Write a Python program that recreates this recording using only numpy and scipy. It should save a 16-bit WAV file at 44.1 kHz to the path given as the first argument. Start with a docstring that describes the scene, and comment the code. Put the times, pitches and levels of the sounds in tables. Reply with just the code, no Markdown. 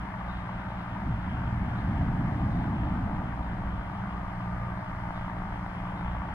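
"""Two hot-air airships hover low over a wide meadow, heard on a phone held near the grass.
Throughout, two engines hum, one throbbing against a slightly slower propeller that pulses and hisses.
At 0.9 s a gas burner (shaped noise) lights with a puff, then roars wide open, shuts and dies by 3.7 s.
From 5.1 s a few blade passes slap harder. The bounce off the turf, set in the noise spectra, leaves
a hollow near 450 Hz; the two microphone ports hear the treble differently."""
import sys
import numpy as np
from scipy import signal
from scipy.fft import rfft, irfft
from scipy.io import wavfile
from scipy.ndimage import uniform_filter1d

SR = 44100
rng = np.random.default_rng(int(sys.argv[2]) if len(sys.argv) > 2 else 0)


def master_out(mix):
    """Clip the mix to full scale and print it as 16-bit PCM to the path in sys.argv[1]."""
    frames = np.transpose(np.atleast_2d(mix))
    ceiling = np.clip(frames, -1, 1)
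    pcm = np.round(ceiling * 32767).astype(np.int16)
    wavfile.write(sys.argv[1], SR, pcm)


N = 279584
T = np.arange(N) / SR
HZ = np.maximum(np.fft.rfftfreq(N, 1 / SR), 1)

# propeller speed: time_s, blade_rate_hz
PROP_SPEED = [(0, 56.85), (.7, 56.8), (1.1, 57.3), (3.9, 57.3), (4.4, 57.1), (4.85, 57.05), (5.15, 57.35),
              (5.6, 57.62), (6, 57.45), (6.34, 57.3)]


def undb(db):
    """Decibels to gain."""
    return 10 ** (np.asarray(db) / 20)


def curves(table):
    """Every column of a timed table, joined linearly at every sample."""
    time_s, *columns = np.transpose(table)
    return [np.interp(T, time_s, column) for column in columns]


def across(hz, values):
    """Values joined on a log-frequency axis."""
    return np.interp(np.log(HZ), np.log(hz), values)


def colour(x, spectrum):
    """Gives x a spectrum and rms 1."""
    y = irfft(rfft(x) * undb(across(*np.transpose(spectrum))), N)
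    return y / np.sqrt(np.mean(y ** 2))


def walk(rate_hz):
    """Random levels held 1 / rate_hz and slewed twice; spread 1."""
    hold = int(SR / rate_hz)
    steps = np.repeat(rng.standard_normal(N // hold + 1), hold)
    slewed = uniform_filter1d(uniform_filter1d(steps, hold), hold)[:N]
    return slewed / np.std(slewed)


def tone(hz):
    """A sine of rms 1 that follows hz, from a random phase."""
    return np.sqrt(2) * np.sin(2 * np.pi * (np.cumsum(hz) / SR + rng.random()))


def dips():
    """Gain of the low drone, dropping for a moment now and then."""
    # brief bell-shaped dips: centre_s, depth_db, length_s
    dip_table = [(0.633, -8, 0.013), (0.87, -3, 0.024), (3.846, -8, 0.031), (4.855, -16.5, 0.015),
                 (5.132, -5, 0.02), (5.721, -3.5, 0.041)]
    return undb(sum(db * np.exp(-((T - s) / length_s) ** 2) for s, db, length_s in dip_table))


def steady_hiss(gust_db):
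    """Faint noise of fixed spectrum, its level wavering slightly and half following the gusts."""
    # hiss spectrum: freq_hz, relative_db_per_hz
    hiss_spectrum = [(3000, -24), (4000, -2), (4900, -4), (5400, -7), (5900, -7.5), (7000, -14),
                     (8000, -15), (10000, -13), (11200, -16.5), (12300, -19.5), (13200, -19),
                     (14100, -21.5), (15700, -22)]
    level_db = -69.5
    noise = undb(1.0 * walk(9.5) + .5 * gust_db) * rng.standard_normal(N)
    return undb(level_db) * colour(noise, hiss_spectrum)


def rumble():
    """Deep noise over the open ground, rising and falling, with a low thud near 5.45 s."""
    # rumble level: time_s, level_db
    rumble_level = [(0, -41), (.7, -40), (1.4, -39), (3.3, -37), (3.8, -37), (4.3, -40.5), (4.8, -39),
                    (5.1, -39.5), (5.3, -40), (5.45, -36), (5.6, -40.5), (6.34, -37.5)]
    # rumble spectrum: freq_hz, relative_db_per_hz
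    deep_spectrum = [(12, -40), (20, 5.5), (102, 1.5), (141, -2.5), (183, 1), (206, -4), (244, -11),
                     (297, -10.5), (450, -27.5), (580, -60), (990, -120)]
    rumble_db, = curves(rumble_level)
    return undb(rumble_db + 1.0 * walk(5.99)) * colour(rng.standard_normal(N), deep_spectrum)


def beating_engine():
    """Firing orders that share one crank angle, so each firing is a thump; moving air wavers each order."""
    # engine that beats against the propeller: time_s, firing_rate_hz
    engine_speed = [(0, 59.5), (.85, 59.5), (1.35, 59.85), (1.9, 59.45), (3.8, 59.5), (4.2, 59.65),
                    (4.8, 59.45), (5.2, 59.3), (6.34, 59.33)]
    # firing orders: time_s, first_db, second_db, third_db
    engine_level = [(0, -46, -45, -42), (1, -47, -42, -41.5), (1.5, -45, -40, -40), (2, -40, -38, -39),
                    (3, -45, -39.5, -40.5), (3.8, -42, -42.5, -39.5), (4.4, -43.5, -41.5, -40),
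                    (5, -48, -43, -41.5), (5.6, -47, -43.5, -40.5), (6.1, -41, -43, -41.5),
                    (6.34, -44, -43, -42)]
    start_turns, first_order_lead_turns, waver_db = -.06, .08, 1.9
    rate_hz, = curves(engine_speed)
    crank_rad = 2 * np.pi * (np.cumsum(rate_hz) / SR + start_turns)
    firing = np.zeros(N)
    for order, order_db in enumerate(curves(engine_level), 1):
        lead_rad = 2 * np.pi * first_order_lead_turns if order == 1 else 0
        gain = undb(order_db + waver_db * walk(12))
        firing -= gain * np.sqrt(2) * np.sin(order * crank_rad + lead_rad)
    return firing


def propeller_engine():
    """Hum lines of the engine that drives the propeller: they follow its speed, wandering a little."""
    # hum lines: mean_hz, rms_db
    hum_lines = [(99.5, -47.5), (199, -46), (298, -62), (400, -69)]
    blade_hz, = curves(PROP_SPEED)
    drift = blade_hz / np.mean(blade_hz) * (1 + 0.00072 * walk(2.54))
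    return sum(undb(db + 1.5 * walk(6.6)) * tone(hz * drift) for hz, db in hum_lines)


def field(gust_db):
    """Engines and rumble, dipping together, under the faint hiss."""
    hiss = steady_hiss(gust_db)
    return dips() * (beating_engine() + propeller_engine() + rumble()) + hiss


def wash(turns, gust_db):
    """Air off the blades: swells once a pass; each band flutters on its own, the treble rides the gusts."""
    # wash spectrum: freq_hz, relative_db_per_hz
    wash_spectrum = [(300, -14.5), (450, -18), (580, -10), (700, -4.5), (950, -2.5), (1060, -7.5),
                     (1140, -4.5), (1210, -2.5), (1280, -8.5), (1340, -9), (1500, -8), (2050, -14.5),
                     (2250, -17), (2600, -22.5), (3200, -23.5), (4000, -38), (6000, -65.5)]
    # bands, each from the top of the one below: top_hz, flutter_db
    band_table = [(560, 2), (800, 0.97), (1000, 1.5), (1170, 1.5), (1250, 2.5), (1600, 2), (2300, 1.84),
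                  (3600, 2.5), (8000, 4.5)]
    # breathy band, coming in uneven bursts: time_s, gain_db
    whirr_level = [(0, -3.5), (.7, 0), (1.5, -1), (2.2, -1.5), (3.4, 0), (4.2, 0), (4.9, 2.5), (5.6, -1),
                   (6.34, -2.5)]
    gusty_above_hz, whirr_hz = 1200, 1210
    swell = 1 + 0.18 * np.cos(2 * np.pi * turns)
    air = rfft(colour(swell * rng.standard_normal(N), wash_spectrum))
    whirr_db, = curves(whirr_level)
    total, low_hz = np.zeros(N), 0
    for top_hz, flutter_db in band_table:
        gain_db = flutter_db * walk(22.016)
        if low_hz > gusty_above_hz:
            gain_db = gain_db + gust_db
        if low_hz < whirr_hz <= top_hz:
            gain_db = gain_db + whirr_db
        total += undb(gain_db) * irfft(air * (HZ > low_hz) * (HZ <= top_hz), N)
        low_hz = top_hz
    return total


def blade_pulses(turns, slap):
    """One N-shaped push and pull a blade pass, uneven in size and timing; the slaps are the hardest."""
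    # pulse spectrum: freq_hz, relative_db_per_hz
    blade_spectrum = [(150, -26), (290, 0.5), (400, -16), (515, -23), (600, -8.5), (750, -1.5), (920, -1.5),
                      (1100, -3.5), (1500, -11.5), (2000, -12), (3500, -44), (6000, -89)]
    slap_samples, slap_db = slap
    size_spread_db, jitter_s = 1.95, .00008
    passes = np.flatnonzero(np.diff(np.floor(turns)))
    jitter, unevenness = rng.standard_normal((len(passes), 2)).T
    size = undb(size_spread_db * unevenness)
    nearest = abs(passes[:, None] - slap_samples).argmin(axis=0)
    size[nearest] = undb(slap_db)
    pulses = np.zeros(N)
    pulses[np.clip(passes + (jitter_s * SR * jitter).astype(int), 0, N - 1)] = size
    # the quarter-turn phase shift makes each pulse N-shaped
    return signal.hilbert(colour(pulses, blade_spectrum)).imag


def blade_overtones(turns, tones_db):
    """Sines at high multiples of the blade rate, each wavering in level."""
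    # overtones: blade_rate_order, rms_db before the shared tones_db
    overtones = [(10, -68), (11, -61), (12, -64), (15, -63), (16, -56.5)]
    waver_db = 1.5
    return sum(undb(db + tones_db + waver_db * walk(5.5)) * np.sqrt(2) * np.sin(2 * np.pi * order * turns)
               for order, db in overtones)


def thrust_thump(turns):
    """Low thump of thrust at the blade rate and its double, dipping with the drone."""
    # thump: time_s, first_harmonic_rms_db
    thump_level = [(0, -44.5), (.4, -44.5), (.8, -48), (1.7, -40.5), (2.4, -48), (3, -48), (3.4, -41),
                   (4.2, -42), (4.8, -47), (5.4, -52), (6.34, -47)]
    lead_turns, second_db, waver_db = .14, -6, 1.2  # the first harmonic runs ahead of the pulse
    thump_db, = curves(thump_level)
    first = np.cos(2 * np.pi * (turns + lead_turns))
    second = undb(second_db) * np.cos(2 * 2 * np.pi * turns)
    return undb(thump_db + waver_db * walk(8)) * np.sqrt(2) * (first + second) * dips()


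def propeller(gust_db):
    """Pulses, overtones, thump and wash locked to one blade angle."""
    # levels: time_s, wash_db, pulses_db, overtones_offset_db
    prop_level = [(0, -41.5, -49.5, -2.5), (.8, -41.5, -48, -4), (1.6, -41, -50, -1.5),
                  (2.5, -40.5, -50.5, -1.5), (3.3, -41.5, -47.5, 0), (4.1, -41, -47.5, -3.5),
                  (4.9, -42.5, -46.5, 2.5), (5.5, -43, -45, -2), (6.34, -40, -45.5, -0.5)]
    # hardest slaps: time_s, over_usual_pass_db
    slap_table = [(5.1075, 8), (5.1606, 5), (5.2818, 6), (5.4203, 6), (5.664, 6), (6.0113, 6)]
    rate_hz, = curves(PROP_SPEED)
    wash_db, blade_db, tones_db = curves(prop_level)
    turns = np.cumsum(rate_hz) / SR
    slap_s, slap_db = np.transpose(slap_table)
    slap_samples = (slap_s * SR).astype(int)
    # bend the blade angle so that each slap falls on a pass
    to_pass = np.round(turns[slap_samples]) - turns[slap_samples]
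    turns = turns + np.interp(T, slap_s, to_pass)
    blades = undb(blade_db) * blade_pulses(turns, (slap_samples, slap_db))
    tones = blade_overtones(turns, tones_db)
    return blades + tones + thrust_thump(turns) + undb(wash_db) * wash(turns, gust_db)


def burner():
    """Turbulent flame: deep noise that flutters and surges, under an upper roar of varying share."""
    # lit with a puff, low, opened full, shut, dying away: time_s, level_db, upper_over_deep_db
    flame = [(.85, -56.5, 11), (1.09, -27, -7.5), (1.16, -35, -6.5), (1.25, -36, -5), (1.33, -31.5, -6),
             (1.5, -33.5, -3), (1.67, -28.5, -7), (1.79, -39.5, 5.5), (1.9, -28, -3), (2.2, -29, -1),
             (2.45, -28.5, 0), (2.7, -29, 0.5), (2.95, -30.5, 0.5), (3.15, -29.5, -2.5), (3.22, -37, 6),
             (3.4, -39.5, -1), (3.7, -62.5, 8.5)]
    # roar spectrum: freq_hz, relative_db_per_hz
    roar_spectrum = [(12, -44), (20, -19.5), (48, -2.5), (112, -1.5), (233, -5.5), (303, -10.5), (434, -32),
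                     (592, -29), (622, -23.5), (733, -17), (1000, -23), (1300, -40.5), (2200, -120)]
    split_hz, flutter_db, surge_db = 220, 0.15, .4
    flame_db, upper_db = curves(flame)
    roar = colour(rng.standard_normal(N), roar_spectrum)
    deep = irfft(rfft(roar) / (1 + (HZ / split_hz) ** 6), N)
    upper = roar - deep
    gain = undb(flame_db + flutter_db * walk(30.34) + surge_db * walk(5.1))
    return gain * (deep + undb(upper_db) * upper)


def scene():
    """Each port hears the sound shifted and shaded, partly as a diffuse blur of its own; top hiss differs."""
    # microphone ports: freq_hz, left_minus_right_db, left_lead_rad, likeness_0_to_1
    ports = [(30, 0, .02, .97), (70, -.2, .06, .987), (200, -.3, .15, .992), (330, -.6, .2, .98),
             (480, 0, .55, .8), (700, 1.5, .8, .93), (850, 2, .85, .8), (1000, 3, .75, .85),
             (1130, 3.5, 1.1, .6), (1220, 2, .4, .73), (1340, 5, 0, .4), (1500, 2.5, -1.1, .78),
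             (1750, 3, -.8, .45), (1930, 4, .5, .25), (2200, 5, 2, .66), (2500, 2, 2.9, .35),
             (2800, -1, 4, .72), (3500, .5, 4.2, .74), (4100, 2, 4, .57), (4900, 6.5, 3.6, .62),
             (5500, 5, 3, .42), (5900, 4, 2.6, .53), (7000, 3, 2, .2), (8500, 7, 0, .05), (10000, 8, 0, 0),
             (11200, 0, 0, 0), (12300, -5, 0, 0), (13200, -2, 0, 0), (14100, -7, 0, 0), (15500, -4, 0, 0)]
    fade_s, blur_s = .004, .6
    gust_db = 0.72 * walk(3.83)
    fade = np.clip(np.minimum(T, T[::-1]) / fade_s, 0, 1)
    sound = rfft((field(gust_db) + propeller(gust_db) + burner()) * fade)
    hz, balance_db, lead_rad, likeness = np.transpose(ports)
    likeness = np.clip(across(hz, likeness), 0, 1)
    out = []
    for side in (1, -1):  # left, right
        decay = rfft(rng.standard_normal(N) * np.exp(-T / blur_s))
        blur = decay / abs(decay)  # phase only
        direct = np.exp(.5j * side * across(hz, lead_rad))
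        port = np.sqrt(likeness) * direct + np.sqrt(1 - likeness) * blur
        shade = undb(side * across(hz, balance_db) / 2)
        out.append(irfft(sound * port * shade, N))
    return np.array(out)


def record(dry):
    """The phone cuts the top: a steep elliptic low-pass at 15720 Hz."""
    return signal.sosfilt(signal.ellip(14, .3, 60, 15720, fs=SR, output="sos"), dry)


dry = scene()
out = record(dry)
master_out(out)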